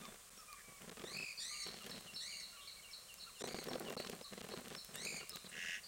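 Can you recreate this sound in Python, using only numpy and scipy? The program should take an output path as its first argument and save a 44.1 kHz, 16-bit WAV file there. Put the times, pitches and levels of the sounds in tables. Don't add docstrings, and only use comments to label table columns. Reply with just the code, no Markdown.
import sys
import numpy as np
from scipy import signal
from scipy.fft import rfft, irfft, next_fast_len
from scipy.io import wavfile
from scipy.ndimage import uniform_filter1d

SR = 44100
rng = np.random.default_rng(int(sys.argv[2]) if len(sys.argv) > 2 else 0)


def store_pcm(level_fs):
    pcm = np.round(np.clip(level_fs, -1, 1) * 32767).astype(np.int16)
    wavfile.write(sys.argv[1], SR, np.atleast_2d(pcm).T)


N = 258867
TIME = np.arange(N) / SR


def amp(db):
    return 10 ** (np.asarray(db) / 20)


def unit_rms(x):
    return x / np.sqrt(np.mean(x ** 2) + 1e-20)


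def value_at(points, hz):
    point_hz, value = np.transpose(points)
    return np.interp(np.log(hz + 1), np.log(point_hz + 1), value)


def colour(x, points):
    size = next_fast_len(2 * len(x))
    gain = amp(value_at(points, np.fft.rfftfreq(size, 1 / SR)))
    return irfft(rfft(x, size) * gain, size)[:len(x)]


def wander(size, per_s):
    spectrum = rfft(rng.standard_normal(SR)) * np.exp(-(np.arange(SR // 2 + 1) / per_s) ** 2)
    return np.resize(unit_rms(irfft(spectrum)), size)


def follow(rows):
    times, *columns = np.transpose(rows)
    t = np.arange(times[0], times[-1], 1 / SR)
    return t, *(np.interp(t, times, column) for column in columns)


def phase_of(hz):
    return 2 * np.pi * np.cumsum(hz) / SR


def fade(size, share):
    return signal.windows.tukey(size, share)


def envelope(t, length_s, attack_s, release_s):
    return np.clip(t / attack_s, 0, 1) * np.clip((length_s - t) / release_s, 0, 1)


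def add(mix, start_s, sound):
    part = mix[max(round(start_s * SR), 0):][:len(sound)]
    part += sound[:len(part)]


def play(sounds):
    mix = np.zeros(N)
    for start_s, sound in sounds:
        add(mix, start_s, sound)
    return mix


# frequency_hz, t60_s
HOUSE_DECAY = [(500, 0.34), (4000, 1), (10000, 0.34)]
def yard(x, near_db, far_db, near_s=0.0034):
    taps = rng.standard_normal((2, SR)) * (rng.random((2, SR)) < 2000 / SR)
    near = taps[0] * np.exp(-TIME[:SR] / near_s) * (TIME[:SR] > .002)
    hz, t, spectra = signal.stft(taps[1], SR, nperseg=256)
    decay = amp(-60 * t / value_at(HOUSE_DECAY, hz)[:, None])
    far = signal.istft(spectra * decay * np.minimum(t / 0.017, 1), SR)[1][:SR]
    echo = amp(near_db) * near / np.linalg.norm(near) + amp(far_db) * far / np.linalg.norm(far)
    return (x + signal.fftconvolve(x, echo)[:N]) / np.sqrt(1 + np.sum(echo ** 2))


# frequency_hz, relative_db
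HISS_COLOUR = [(15, -31), (28, -3), (60, -9.5), (130, -16.5), (200, -18), (320, -17), (545, -13),
               (850, -16.5), (1130, -11.5), (1500, -16.5), (5000, -17), (8600, -11.5), (11600, -21),
               (16000, -21)]
def hiss(level_db=-59.5):
    return amp(level_db) * unit_rms(colour(rng.standard_normal(N), HISS_COLOUR))


# start_s, length_s, centre_hz, level_db
FAR_RASPS = [(.56, 0.071, 1836, -65), (2.597, 0.092, 3500, -62), (4.931, 0.041, 8350, -56.5),
             (5.449, 0.024, 4030, -57), (5.486, 0.022, 8700, -59)]
def rasp(start_s, length_s, centre_hz, level_db, width=0.16):
    size = round(length_s * SR)
    band = wander(size, width * centre_hz) * np.sin(2 * np.pi * centre_hz * TIME[:size])
    return start_s, amp(level_db) * unit_rms(band * fade(size, 0.66))


# start_s, length_s, top_hz, bend_ratio, level_db, octave_relative_db
FAR_CRIES = [(0, 0.12, 3550, .02, -68, -30), (.019, 0.054, 1230, 0.11, -59, -7),
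             (0.37, 0.04, 5610, 0.046, -60.5, -30), (.385, 0.0545, 1294, 0.078, -61.5, -15),
             (0.478, 0.072, 1225, 0.077, -57, -10.5), (.47, 0.13, 1210, 0.029, -62, 0),
             (0.628, 0.17, 1150, 0.026, -65, 5), (0.972, 0.054, 1260, 0.087, -63.5, -15),
             (1.097, 0.03, 1176, 0.067, -59.5, -26), (1.5, 0.15, 1206, 0.014, -58.5, -15),
             (1.803, 0.031, 1320, 0.13, -61.5, -24), (2.519, 0.066, 1424, 0.11, -65, 1),
             (2.56, 0.097, 1145, 0.019, -65, -4), (2.674, 0.031, 2280, 0.035, -60.5, -30),
             (2.766, 0.04, 2280, 0.045, -61.5, -28), (2.884, 0.033, 2315, .03, -61.5, -30),
             (3.263, 0.043, 1374, 0.17, -62, -5), (4.245, 0.036, 1170, 0.047, -61.5, -20),
             (5.208, 0.036, 1409, 0.17, -62.5, -2), (5.32, .045, 1240, 0.065, -60, -32)]
def cry(start_s, length_s, top_hz, bend, level_db, octave_db, peak_share=0.332):
    progress = np.linspace(0, 1, round(length_s * SR))
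    hz = top_hz * (1 - bend * (2 * (progress - peak_share)) ** 2)
    phase = phase_of(hz * (1 + 0.0078 * wander(len(hz), 130)))
    tone = np.sin(phase) + amp(octave_db) * np.sin(2 * phase)
    return start_s, amp(level_db) * unit_rms(tone * fade(len(hz), 0.23))


def slips(per_s, spread_db=5.0):
    sizes = amp(spread_db * np.minimum(rng.exponential(1, N), 4)) * rng.choice([-1, 1], N)
    return unit_rms(sizes * (rng.random(N) < per_s / SR))


# frequency_hz, relative_db
LIGHT_TOUCH = [(40, -27), (110, -8), (190, 5), (260, -3.5), (450, -7), (700, -11), (1100, -14), (1800, -12),
               (7000, -35), (15000, -76)]
FIRM_TOUCH = [(40, -48), (120, -74), (220, -3.5), (430, -7.5), (700, -14.5), (1100, -19.5), (1800, -32.5),
              (7000, -88), (15000, -40)]
CRACKLE_COLOUR = [(300, 14), (1200, 9), (3000, 22.5), (7000, 12.5), (11000, -2.5), (15500, 0.5)]
# start_s, length_s, rub_db, crackle_relative_db
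GRIP_SHIFTS = [(0, 0.17, -60, -52), (0.678, 0.066, -62, -66), (0.796, 0.15, -57.5, -63),
               (0.969, .29, -57.5, -54), (1.653, 0.36, -57.5, -44), (2.019, 0.17, -67, -50.5),
               (3.405, 0.27, -52.5, -45), (3.651, 0.31, -47, -45), (3.958, .27, -52.5, -46),
               (4.308, 0.49, -55.5, -46.5), (4.889, 0.36, -57, -52), (5.304, 0.077, -60, -52),
               (5.442, .28, -63, -66)]
def rubbing(resting_db=-75.5, firm_db=-49, grit_db=-19, resting_grit_db=-78, catches_per_s=43):
    level, crackle = amp(resting_db), amp(resting_grit_db)
    for start_s, length_s, rub_db, crackle_db in GRIP_SHIFTS:
        shift = envelope(TIME - start_s, length_s, attack_s=0.0027, release_s=0.035)
        level = level + shift * amp(rub_db)
        crackle = crackle + shift * amp(crackle_db + grit_db)
    drift = colour(rng.standard_normal(N), [(0, 0), (catches_per_s, 0), (2 * catches_per_s, -80)])
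    catch = amp(5 * np.minimum(unit_rms(drift), 1))
    level = level * catch
    firmness = 1 / (1 + (amp(firm_db) / level) ** 2)
    friction = slips(per_s=1100) + 0.32 * rng.standard_normal(N)
    mumble = (1 - firmness) * unit_rms(colour(friction, LIGHT_TOUCH))
    scrape = firmness * unit_rms(colour(friction, FIRM_TOUCH))
    grit = unit_rms(colour(slips(per_s=400), CRACKLE_COLOUR))
    return level * (mumble + scrape) + crackle * catch * grit


# start_s, crackle_peak_db, thud_db
GRIP_KNOCKS = [(.052, -40, -77), (0.375, -51, -66), (0.8936, -40.5, -54.5), (.97, -42, -60.5),
               (.995, -43, -55.5), (1.017, -45, -60), (1.0382, -43, -47.5), (1.664, -40, -55),
               (1.864, -43, -59), (1.895, -41, -56.5), (3.418, -41, -49.5), (3.439, -40, -45.5),
               (3.476, -40, -58), (3.543, -41, -44.5), (3.586, -39.5, -48.5), (3.672, -56, -50),
               (3.732, -35, -51), (3.755, -37.5, -44), (3.822, -49, -53), (3.965, -39, -45.5),
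               (3.999, -37.5, -49), (4.047, -37, -57.5), (4.095, -41, -49), (4.377, -42, -53.5),
               (4.487, -42, -54.5), (4.537, -43, -47.5), (4.718, -51, -54.5), (4.749, -35, -60),
               (4.954, -38.5, -70), (5.058, -56, -54), (5.122, -56, -57.5), (5.208, -44, -66),
               (5.368, -39.5, -64), (5.564, -61, -64)]
def knock(start_s, crackle_db, thud_db, thud_s=0.0025, crackle_s=0.0015, thud_hz=400, scrape=0.86):
    t = TIME[:SR // 30]
    push, grit = rng.standard_normal((2, len(t)))
    rock = np.sin(2 * np.pi * (thud_hz * rng.uniform(0.886, 1.274) * t + rng.random()))
    thud = (rock + scrape * unit_rms(colour(push, FIRM_TOUCH))) * t * np.exp(-t / thud_s)
    band = signal.butter(2, [900, 4500], "band", fs=SR, output="sos")
    crackle = signal.sosfilt(band, grit * t * np.exp(-t / crackle_s))
    return start_s, amp(thud_db) * unit_rms(thud) + amp(crackle_db) * crackle / abs(crackle).max()


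# start_s, peak_db, ring_hz
BODY_TICKS = [(.529, -37, 4400), (.82, -36, 2970), (1.172, -37, 5000), (1.865, -37, 10300),
              (3.141, -37.5, 6700), (3.473, -37.5, 6850), (3.64, -36, 4440), (3.798, -31.5, 10800),
              (3.899, -36.5, 6960), (3.924, -41, 8270), (4.004, -39, 8100), (4.098, -33, 6990),
              (4.488, -44, 10900), (4.682, -37, 5850), (4.847, -36, 6300), (4.957, -33.5, 7000),
              (5.051, -30.5, 9130), (5.2943, -26.5, 8850), (5.359, -34.5, 6740)]
def tick(start_s, peak_db, ring_hz, ring_s=0.00045, grit=1.44):
    t = TIME[:SR // 80]
    spray = unit_rms(np.diff(rng.standard_normal(len(t) + 1)) + 2.0 * rng.standard_normal(len(t)))
    click = (np.sin(2 * np.pi * ring_hz * t) + grit * spray) * t * np.exp(-t / ring_s)
    return start_s, amp(peak_db) * click / abs(click).max()


def small_contacts(spread_db=3):
    def scatter(per_s):
        for start_s, length_s, rub_db, crackle_db in GRIP_SHIFTS:
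            count = round(length_s * per_s)
            for k, (place, size) in enumerate(rng.random((32, 2))[:count]):
                at_s = start_s + length_s * (k + place) / count
                chance_db = spread_db * (2 * size - 1)
                yield at_s, rub_db + chance_db, crackle_db + chance_db
    knocks = [knock(at_s, crackle_db, rub_db - 5) for at_s, rub_db, crackle_db in scatter(per_s=13)]
    ticks = [tick(at_s, crackle_db + 2, ring_hz=8000) for at_s, _, crackle_db in scatter(per_s=11)]
    return play(knocks + ticks)


def chirp(start_s, pip_hz, pip_db, trill_hz, trill_db, pip_s=.014, trill_s=0.0643, trills_per_s=205):
    pip_size, size = round(pip_s * SR), round(trill_s * SR)
    pip = np.sin(phase_of(np.full(pip_size, pip_hz))) * fade(pip_size, 0.13)
    from_middle = np.linspace(-.5, .5, size)
    swing = np.sin(phase_of(trills_per_s * (1 + .1 * wander(size, 80))))
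    phase = phase_of(trill_hz + 230 * swing + 60 * wander(size, 150) - 120 * from_middle)
    flutter_db = 2.5 * wander(size, 60) - 7 * from_middle
    trill = (np.sin(phase) + amp(-20) * np.sin(2 * phase)) * fade(size, 0.23) * amp(flutter_db)
    return start_s, np.concatenate([amp(pip_db) * unit_rms(pip), amp(trill_db) * unit_rms(trill)])


# time_s, pitch_hz, relative_db
SLUR_CURVE = [(0, 3228, -21), (.012, 3060, -9), (.035, 2750, -6.5), (.055, 2790, -9.5), (.075, 2750, -34)]
def slur(start_s, gain_db):
    t, hz, shape_db = follow(SLUR_CURVE)
    whistle = np.sin(phase_of(hz * (1 + 0.0098 * wander(len(t), 100))))
    return start_s, amp(gain_db + shape_db) * unit_rms(whistle) * fade(len(t), 0.4)


# start_s, trill_hz, pip_db, trill_db, slur_gain_db
SONG_PHRASES = [(1.114, 4470, -73, -52, -76), (1.359, 4580, -62, -48.5, -50.5),
                (1.629, 4234, -49, -51.5, -52.5), (1.895, 4144, -56, -53, -48.5),
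                (2.143, 4166, -49, -47, -49.5), (2.398, 4190, -54.5, -52, -54.5),
                (2.656, 4205, -62, -53, -53), (2.913, 4206, -52.5, -53, -51),
                (3.18, 4150, -59.5, -52.5, -54.5), (3.687, 4270, -52, -59.5, -47),
                (3.956, 4203, -57, -51.5, -68), (4.224, 4080, -60, -55, -57), (4.49, 4123, -68, -56, -65),
                (4.763, 4174, -49, -54.5, -54), (5.02, 4190, -57, -54.5, -50.5),
                (5.296, 4040, -53, -53.5, -62), (5.816, 4560, -78, -57, -72)]
def songbird(pip_ratio=1.283, slur_delay_s=.163):
    chirps = [chirp(start_s, pip_ratio * hz, pip_db, hz, trill_db)
              for start_s, hz, pip_db, trill_db, _ in SONG_PHRASES]
    slurs = [slur(start_s + slur_delay_s, gain_db) for start_s, *_, gain_db in SONG_PHRASES]
    return yard(play(chirps), near_db=-4, far_db=-6.5) + yard(play(slurs), near_db=-12, far_db=-9)


# time_s, level_db, pulses_per_s
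CHURR_CURVE = [(5.505, -62, 87), (5.54, -52, 93), (5.57, -48.5, 81), (5.62, -46, 85), (5.69, -44, 88),
               (5.755, -44.5, 92), (5.775, -51.5, 110), (5.795, -58, 88)]
# frequency_hz, relative_db
CHURR_TONE = [(1000, -14), (1450, -11.5), (1700, -1), (2100, -4.5), (2350, -10.5), (2750, 6.5), (3050, 2),
              (4200, -11), (5600, -2.5), (6700, -2), (7400, -9), (12000, -37)]
def churr(low_hz=1550, high_hz=3100, pulse_s=0.0062, overtone_db=-13, roughness=0.51):
    t, level_db, rate = follow(CHURR_CURVE)
    progress = np.linspace(0, 1, round(pulse_s * SR))
    sweep_hz = low_hz + (high_hz - low_hz) * progress ** 2
    cycles = np.cumsum(rate * (1 + .08 * wander(len(t), 60))) / SR
    pulses = np.zeros(len(t))
    for onset in np.flatnonzero(np.diff(np.floor(cycles))):
        phase = phase_of(sweep_hz * (1 + 0.076 * rng.standard_normal()))
        tone = np.sin(phase) + amp(overtone_db) * (np.sin(2 * phase) + np.sin(3 * phase))
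        noise = roughness * rng.standard_normal(SR // 20)[:len(tone)]
        add(pulses, onset / SR, (tone + noise) * np.sin(np.pi * progress))
    return t[0], amp(level_db) * unit_rms(colour(pulses, CHURR_TONE))


# frequency_hz, relative_db
VOICE_RESONANCES = [(1600, 1), (2200, -11.5), (2580, -4), (3200, 9), (3800, 7), (4500, 8.5), (5400, 2),
                    (6600, 9.5), (7500, 4.5), (8600, 8), (10000, -7.5), (13000, -15)]
# start_s, length_s, climb_s, top_hz, warbles_per_s,
# fundamental_db, octave_db, upper_harmonics_db, upper_gain_db_per_khz (of climb)
BIRD_SQUEALS = [(1.036, .32, 0.14, 2473, 48, -50, -56.5, -61.5, 0),
                (1.386, 0.29, 0.15, 2230, 62, -58.5, -52, -52, -14),
                (2.19, .26, 0.1, 2228, 62, -58.5, -53.5, -57, -8),
                (3.381, .28, .125, 2237, 66, -63, -56.5, -57.5, -29),
                (4.944, 0.28, 0.13, 2354, 52, -51, -54.5, -53.5, 12)]
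def squeal(start_s, length_s, climb_s, top_hz, warbles_per_s, fundamental_db, octave_db,
           upper_db, upper_db_per_khz, onset_hz=1759, sag_hz=250, warble_depth=.062, throb=.35):
    t = TIME[:round(length_s * SR)]
    climb = np.minimum(t / climb_s, 1) ** 1.4
    hz = onset_hz + (top_hz - onset_hz) * climb - sag_hz * (t / length_s) ** 4
    warble_hz = warbles_per_s * (top_hz / hz) ** 0.671
    warble = np.sin(phase_of(warble_hz * (1 + 0.087 * wander(len(t), 30.6))))
    warble *= 1 - np.exp(-t / .02)
    pitch_hz = hz * (1 + warble_depth * warble + .016 * wander(len(t), 500))
    phase = phase_of(pitch_hz)
    hoarseness = 1 + amp(-10) * wander(len(t), 310)
    strength = (1 + throb * warble) * hoarseness * envelope(t, length_s, attack_s=0.027, release_s=0.033)
    harmonics = [amp(value_at(VOICE_RESONANCES, k * pitch_hz)) * np.sin(k * phase) * strength
                 for k in range(1, 7)]
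    upper = sum(harmonics[2:]) * np.minimum((length_s - t) / 0.052, 1)
    from_top_khz = (hz - top_hz) / 1000
    parts = [(harmonics[0], fundamental_db, 26), (harmonics[1], octave_db, -1),
             (upper, upper_db, upper_db_per_khz)]
    return start_s, sum(amp(level_db) * unit_rms(part * amp(db_per_khz * from_top_khz))
                        for part, level_db, db_per_khz in parts)


def scene():
    squeals = yard(play(squeal(*row) for row in BIRD_SQUEALS), near_db=-4, far_db=-12)
    rattle = yard(play([churr()]), near_db=-3.5, far_db=-21)
    far_calls = [cry(*row) for row in FAR_CRIES] + [rasp(*row) for row in FAR_RASPS]
    far_birds = yard(play(far_calls), near_db=-10.5, far_db=-11.5)
    handling = rubbing() + small_contacts()
    handling += play([knock(*row) for row in GRIP_KNOCKS] + [tick(*row) for row in BODY_TICKS])
    return (squeals + rattle + songbird() + far_birds + handling + hiss())[None]


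# centre_s, length_s
LEVEL_DIPS = [(.3, 0.0058), (.907, 0.0066), (3.431, .013), (3.47, 0.0041), (3.541, 0.006), (3.961, 0.0104),
              (4.421, 0.0072), (5.327, 0.0031)]
# centre_hz, q
STOP_BANDS = [(300, 3), (900, 9)]
def record(dry, dip_db=36, edge_hz=16000):
    dipping = sum(1.0 * (abs(TIME - centre_s) < length_s / 2) for centre_s, length_s in LEVEL_DIPS)
    x = dry * amp(-uniform_filter1d(dip_db * dipping, size=50))
    for hz, q in STOP_BANDS:
        x = signal.lfilter(*signal.iirnotch(hz, q, fs=SR), x)
    lowpass = signal.firwin(511, edge_hz, window=("kaiser", 9), fs=SR)
    return signal.oaconvolve(x, lowpass[None], "same")


dry = scene()
out = record(dry)
store_pcm(out)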